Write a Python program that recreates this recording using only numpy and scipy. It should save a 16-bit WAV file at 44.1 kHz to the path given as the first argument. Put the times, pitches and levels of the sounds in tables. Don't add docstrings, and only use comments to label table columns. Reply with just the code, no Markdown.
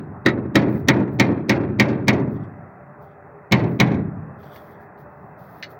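import sys
import numpy as np
from scipy import signal
from scipy.fft import rfft, irfft, next_fast_len
from scipy.io import wavfile
from scipy.ndimage import uniform_filter1d

SR = 44100
rng = np.random.default_rng(int(sys.argv[2]) if len(sys.argv) > 2 else 0)


def wav_out(sig):
    wavfile.write(sys.argv[1], SR, np.round(np.clip(np.atleast_2d(sig).T, -1, 1) * 32767).astype(np.int16))


N = 255339

LENGTH = 36000
DAMP_S = 0.11


def hammer():
    blows = [(-.25, -24.5, -1.5, -9, -3, 2, 4.5), (.261, 4.5, 0.5, -3.5, -2.8, 1, -6),
             (0.555, 6.5, -0.5, 1, 2, 2, -1.5), (0.884, 6.5, 1.5, 5, 3, 0.9, -2.5),
             (1.197, 6, 2, 2.5, 2.5, 0, -1.5), (1.494, 5.5, 0.7, -0.5, 1.9, 1.1, -1),
             (1.797, 6, -0.5, 2.6, 3, -1.2, 0), (2.081, 5.5, -3, 2.1, 2.8, 1.2, -3),
             (3.521, 7.5, -1.7, 0.6, 3, 0.3, -2), (3.8, 7.5, -0.5, 1.2, 2.2, 2.6, -1)]
    # time_s, place (0 side, 1 quarter, 2 bow)
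    walk = [(0, 0.019), (.9, 0.47), (2.1, 0.77), (3.5, 1.48)]
    # delay_s, bass_side_db, bass_bow_db, treble_side_db, treble_bow_db
    walls = [(.069, -9, -11, -44, -18.5), (.113, -7.5, -3, -39, -22.5), (.19, -12.5, -14, -46.5, -40)]
    # start_s, bass_db, treble_db
    rebounds = [(.282, -8, -6.5), (1.287, -3, -41.5), (1.883, -7, -21), (2.129, -12, -18.5),
                (3.94, -8.5, -27.5)]
    lead_s, lead_db = 0.0089, -10

    out, dense = np.zeros(N), sheet()
    t = np.arange(LENGTH // 4) / SR
    swell = np.linspace(0, 1, round(lead_s * SR)) ** 0.52
    brief = amp(-60 * t / 0.34) * (1 - np.exp(-t / 0.003)) * (1 - t / t[-1])
    for (s, *colour), (next_s, *_) in zip(blows, blows[1:] + [(np.inf,)]):
        place = np.interp(s, *np.transpose(walk))
        sound = amp(-2.5) * blow(dense, place, *colour)
        dull = signal.lfilter(*signal.butter(1, 5000., fs=SR), sound[:len(t)])
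        bass = signal.lfilter(*signal.butter(2, 700., fs=SR), dull)
        treble = dull - bass
        smear = rng.standard_normal(len(t)) * amp(-60 * t / .09)
        smear = smear / np.linalg.norm(smear)
        scattered = treble + 0.84 * signal.fftconvolve(treble, smear)[:len(t)]

        add(out, s, sound)
        forerunner = (.6 * dull + 1.2 * bass)[300:][:len(swell)]
        add(out, s - lead_s, amp(lead_db) * swell * forerunner)
        returns = [(s + delay_s, low + (low_bow - low) * place / 2, high + (high_bow - high) * place / 2)
                   for delay_s, low, low_bow, high, high_bow in walls]
        returns += [row for row in rebounds if s < row[0] < next_s]
        for at_s, bass_db, treble_db in returns:
            add(out, at_s, brief * (amp(bass_db) * bass + amp(treble_db) * scattered))
    return out


def blow(dense, place, thump_db, clang_db, crack_db, wash_db, deep_db, tilt_db):
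    # freq_hz, side_db, quarter_db, bow_db, t60_s (before extra damping)
    hull_modes = [(113.36, -26, -20.5, -17, 0.1), (152, -27.5, -26.5, -7, .35),
                  (125.5, -18, -13.5, -15, 0.73), (173.5, -22, -25.5, -6, 0.9), (206, -19, -13, -22, 1),
                  (268.3, -18.5, -15.5, -35, 0.14), (285.7, -19, -13, -40.5, 0.17),
                  (324.7, -5, -26, -24.5, 0.17), (372.8, -13, -25, -24, 0.11),
                  (393, -16.5, -34.5, -14, 0.16), (544.4, -19, -22.5, -37, 0.22),
                  (702.4, -31, -30.5, -25, 0.18), (909, -29, -27.5, -30, 0.14),
                  (1077, -30.5, -39, -17.5, 0.18), (1154, -38, -27.5, -41.5, 0.36)]
    # freq_hz, side_db, quarter_db, bow_db, t60_s (before extra damping)
    plate_modes = [(1287, -17.5, -38, -33, 0.33), (1493, -16, -29.5, -37, 0.051),
                   (1664, -19, -22.5, -43, 0.12), (1868, -11.5, -16.5, -41.5, 0.085),
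                   (1860, -19, -19, -20, 0.23), (1964, -18, -21.5, -22.5, 0.35),
                   (2106, -24.5, -19.5, -22.5, 0.7), (2192, -23, -6.5, -17, 0.18),
                   (2360, -28.5, -5.5, -21.5, 0.077), (2980, -38.5, -27.5, -27, 0.19),
                   (3510, -37.5, -30.5, -2, 0.046), (3840, -21, -26, -11, 0.12),
                   (4140, -43, -41, -13.5, 0.14), (5296, -41.5, -24.5, -48.5, 0.062),
                   (6500, -39, -31, -25, .06)]

    hz, share, crack, wash = dense
    lumps = evened(uniform_filter1d(rng.standard_normal(share.shape[1]), size=90))
    bin_hz = np.arange(len(lumps)) * SR / LENGTH
    lumps = lumps * np.clip(bin_hz / 1300.0 - .4, 0, 1)
    bands = irfft(rfft(rng.standard_normal(LENGTH)) * share * amp(1.8 * lumps), LENGTH)

    crack_gain = amp(crack_db + 3.6 * place * (hz > 12000)) * crack

    depth = np.log2(np.maximum(500 / hz, 1))
    octaves = np.log2(np.maximum(hz / 1000., 1))
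    hollow_db = -2.1 * place * np.exp(-(np.log2(hz / 260) / .4) ** 2)
    flutter = wander(LENGTH, size=350) + 0.29 * wander(bands.shape, size=600)
    wash_gain = amp(wash_db + hollow_db + deep_db * depth + tilt_db * octaves) * wash
    wash_gain = wash_gain * np.abs(1 + 0.18 * octaves * flutter)

    noise = (bands * (crack_gain + wash_gain)).sum(0)
    thump = ring(hull_modes, place, rough=0.052, linger_db=-14.5, cycles=0.96, spread=.3,
                 size=LENGTH * 3 // 4)
    clang = ring(plate_modes, place, rough=1.0, linger_db=-40.5, cycles=1.4, spread=1, size=LENGTH // 3)
    return noise + amp(thump_db) * thump + amp(clang_db) * clang


def ring(modes, place, rough, linger_db, cycles, spread, size):
    linger = 3.5
    hz, side, quarter, bow, t60 = np.transpose(modes)[:, :, None]
    db = side + (quarter - side) * np.clip(place, 0, 1) + (bow - quarter) * np.clip(place - 1, 0, 1)
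    t = np.arange(size) / SR
    fade = amp(-60 * t / t60 - 60 * (t / DAMP_S) ** 2)
    fade = fade + amp(linger_db - 60 * t / (linger * t60)) * (1 - t / t[-1])
    weight, phase = rng.standard_normal(hz.shape), rng.random(hz.shape)
    tones = amp(db + 0.5 * weight) * fade * np.sin(2 * np.pi * (hz * t + spread * phase))
    beats = 1 + rough * wander(tones.shape, size=170)
    swell = 1 - np.exp(-t * hz / cycles)
    return np.pad((tones * beats * swell).sum(0), (0, LENGTH - size))


def sheet():
    # freq_hz, crack_db, crack_t60_s (before extra damping), crack_rise_s,
    # wash_db, wash_t60_s, wash_rise_s
    sheet_bands = [(43.63, -54.5, .2, .01, -39.5, 0.62, 0.26), (71.5, -43.5, .2, .005, -23, 0.9, 0.85),
                   (122, -22, .2, 0.0045, -14.5, 1, 0.21), (178.2, -20, 0.15, 0.0027, -12.5, 1, 0.44),
                   (242, -19.5, 0.2, 0.0078, -10.5, 0.74, 0.19), (336, -21, 0.15, .004, -8.5, 0.66, 0.17),
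                   (472, -33, 0.059, 0.0024, -16, 0.54, 0.12), (740, -21.5, 0.12, 0.002, -20, 0.44, 0.056),
                   (1180, -24, 0.19, 0.013, -32, 0.76, .04), (2210, -14.5, 0.14, 0.0078, -22, 0.41, 0.11),
                   (2880, -22.5, .09, 0.0011, -41.5, 0.39, 0.015),
                   (3920, -20, 0.07, 0.0021, -41.5, 0.38, 0.012),
                   (4850, -21, 0.045, 0.0011, -43, 0.27, 0.009),
                   (6470, -23.5, 0.04, 0.0015, -47, 0.19, 0.0098),
                   (7560, -37, 0.05, 0.00074, -56.5, 0.17, 0.011),
                   (10000, -45, 0.082, 0.0012, -68.5, 0.18, 0.012),
                   (14400, -34, 0.027, 0.00089, -70, .25, .01), (15410, -26.5, 0.044, .001, -73, .25, .01)]
    t = np.arange(LENGTH) / SR
    hz, crack_db, crack_t60, rise, wash_db, wash_t60, build = np.transpose(sheet_bands)[:, :, None]
    bin_hz = np.fft.rfftfreq(LENGTH, 1 / SR)
    position = np.interp(np.log(bin_hz + 1), np.log(hz[:, 0]), np.arange(len(hz)))
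    share = np.cos(np.pi / 2 * np.clip(position - np.arange(len(hz))[:, None], -1, 1))
    share = share / np.sqrt(np.mean(share ** 2, 1, keepdims=True))
    tick = 1 + 0.34 * (hz > 3000) * np.exp(-t / 0.0023)
    crack = amp(crack_db - 60 * t / crack_t60 - 60 * (t / DAMP_S) ** 2) * (1 - np.exp(-t / rise)) * tick
    wash = amp(wash_db - 60 * t / wash_t60) * (1 - np.exp(-t / build))
    return hz, share, crack, wash


def taps():
    # start_s, level_db, burst_t60_s
    knocks = [(4.43, -53.5, 0.09), (4.5596, -39, 0.03), (4.9761, -65, 0.059), (5.5687, -65, 0.059),
              (5.6254, -28, 0.047), (5.631, -29.5, 0.096), (5.642, -34, 0.034)]
    # freq_hz, density_db_per_hz
    burst_spectrum = [(710, -31), (1200, -34), (1670, 3), (1940, 7.5), (2420, -2), (2980, -7), (3120, -9),
                      (4100, 0), (5760, -15), (7490, -32.5), (13100, -83), (15100, -16), (16500, -45)]
    # lowest_freq_hz, level_db (relative), t60_s
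    thin_modes = [(1976, -21.5, 0.14), (2880, -2, 0.068), (4380, -9, 0.11), (6050, -14, 0.082)]
    out, t = np.zeros(N), np.arange(16384) / SR
    for s, db, t60 in knocks:
        burst = amp(-60 * t / t60) * coloured(burst_spectrum, len(t))
        thin = np.zeros(len(t))
        for hz, thin_db, thin_t60 in thin_modes:
            detuned_hz = hz * rng.uniform(1.0, 1.01)
            thin += amp(thin_db - 60 * t / thin_t60) * np.sin(2 * np.pi * detuned_hz * t)
        thin *= 0.46 + 0.31 * wander(len(t), size=120)
        add(out, s, amp(db) * (burst + thin) * (1 - np.exp(-t / 0.00059)))
    return out


def rustle():
    # start_s, hold_s, level_db
    cloth_strokes = [(.7, .1, -59.5), (1.13, .015, -63.5), (2.32, 0.022, -67.5), (3.02, 0.026, -69),
                     (3.69, 0.076, -66.5), (4.4, 0.33, -64.5), (4.545, 0.02, -57), (4.81, .02, -67),
                     (4.99, 0.026, -65.5), (5.1, 0.22, -80.5), (5.39, 0.22, -63), (5.705, 0.0093, -56)]
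    # freq_hz, density_db_per_hz
    cloth_spectrum = [(2400, -46.5), (3000, -11), (4150, -8.5), (5460, -12), (6870, -19), (8200, -30.5),
                      (9500, -15.5), (11900, -14), (14000, -4), (15300, 1.5), (15800, 4), (16100, -29)]
    cloth = coloured(cloth_spectrum, next_fast_len(N))[:N]
    return grain() * (strokes(cloth_strokes) + amp(-90.5)) * cloth


def scrape():
    # start_s, hold_s, level_db
    drags = [(2.35, .1, -80), (3.04, 0.1, -88), (4.41, 0.06, -69.5), (4.52, 0.059, -66),
             (4.62, 0.16, -79.5)]
    # freq_hz, width_hz, level_db (relative)
    resonances = [(3360, 560, 5), (4670, 150, -8), (5720, 370, -8.5), (7950, 500, -14)]
    return grain() * strokes(drags) * fuzzy(resonances) * amp(3.2 * wander(N, size=700))


def traffic():
    # freq_hz, density_db_per_hz
    spectrum = [(25, -37.5), (45, -27.5), (75, -7), (110, -5), (167, -1), (250, -10), (410, -9), (540, -11),
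                (720, -7), (890, -11), (1350, -13), (2000, -21), (2250, -33), (2650, -33.5), (2900, -61)]
    # time_s, level_db
    level = [(0, -42.5), (2.5, -42), (2.9, -43.5), (3.15, -44), (3.3, -43.5), (4.5, -40.5), (5., -43),
             (5.3, -42.5), (5.79, -41.5)]
    z = signal.stft(coloured(spectrum, next_fast_len(N)), nperseg=1024)[2]
    patches = uniform_filter1d(rng.standard_normal(z.shape), size=7, axis=0)
    patches = evened(uniform_filter1d(patches, size=9))
    wash = signal.istft(z * amp(1.7 * patches), nperseg=1024)[1][:N]
    return amp(curve(level)) * wash


def hum():
    # freq_hz, width_hz, level_db (mean)
    hum_bands = [(140, 7, -58), (168, 5.5, -75.5), (408.2, 16, -55.5), (589.7, 14, -52.5), (783, 22, -60)]
    return fuzzy(hum_bands) * amp(2.5 * wander(N, size=5000))


def grain():
    return amp(1.3 * evened(uniform_filter1d(rng.standard_normal(N), size=150)))


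def strokes(rows):
    rise_db_per_s, fall_db_per_s = 905, 395.5
    start, hold, db = np.transpose(rows)[:, :, None]
    t = np.arange(N) / SR - start
    return amp(db + rise_db_per_s * np.minimum(t, 0) - fall_db_per_s * np.maximum(t - hold, 0)).sum(0)


def fuzzy(lines):
    size = next_fast_len(N)
    hz = np.fft.rfftfreq(size, 1 / SR)
    shape = sum(amp(db) / np.sqrt(width) / (1 + (2 * (hz - f) / width) ** 2) for f, width, db in lines)
    return irfft(rfft(rng.standard_normal(size)) * shape * np.sqrt(2 * SR / np.pi), size)[:N]


def coloured(points, size):
    f, db = np.transpose(points)
    hz = np.fft.rfftfreq(size, 1 / SR)
    gain = amp(np.interp(np.log(hz + 1), np.log(f + 1), db))
    return evened(irfft(rfft(rng.standard_normal(size)) * gain, size))


def wander(shape, size):
    smooth = uniform_filter1d(rng.standard_normal(shape), size=size)
    return evened(uniform_filter1d(smooth, size=size))


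def amp(db):
    return 10 ** (np.asarray(db) / 20)


def evened(x):
    return x / np.sqrt(np.mean(x ** 2, -1, keepdims=True) + 1e-20)


def curve(rows):
    return np.interp(np.arange(N) / SR, *np.transpose(rows))


def add(mix, s, sound):
    at = round(s * SR)
    sound = sound[max(-at, 0):]
    part = mix[max(at, 0):][:len(sound)]
    part += sound[:len(part)]


def scene():
    return (hammer() + taps() + rustle() + scrape() + traffic() + hum())[None]


def record(dry):
    held = signal.lfilter(*signal.butter(3, 55., "high", fs=SR), dry)
    held = 1.193 * np.tanh(held / 1.412)
    edge_hz = 16250
    low_pass = signal.firwin(511, edge_hz, window=("kaiser", 9), fs=SR)
    return signal.oaconvolve(held, low_pass[None], "same")


dry = scene()
out = record(dry)
wav_out(out)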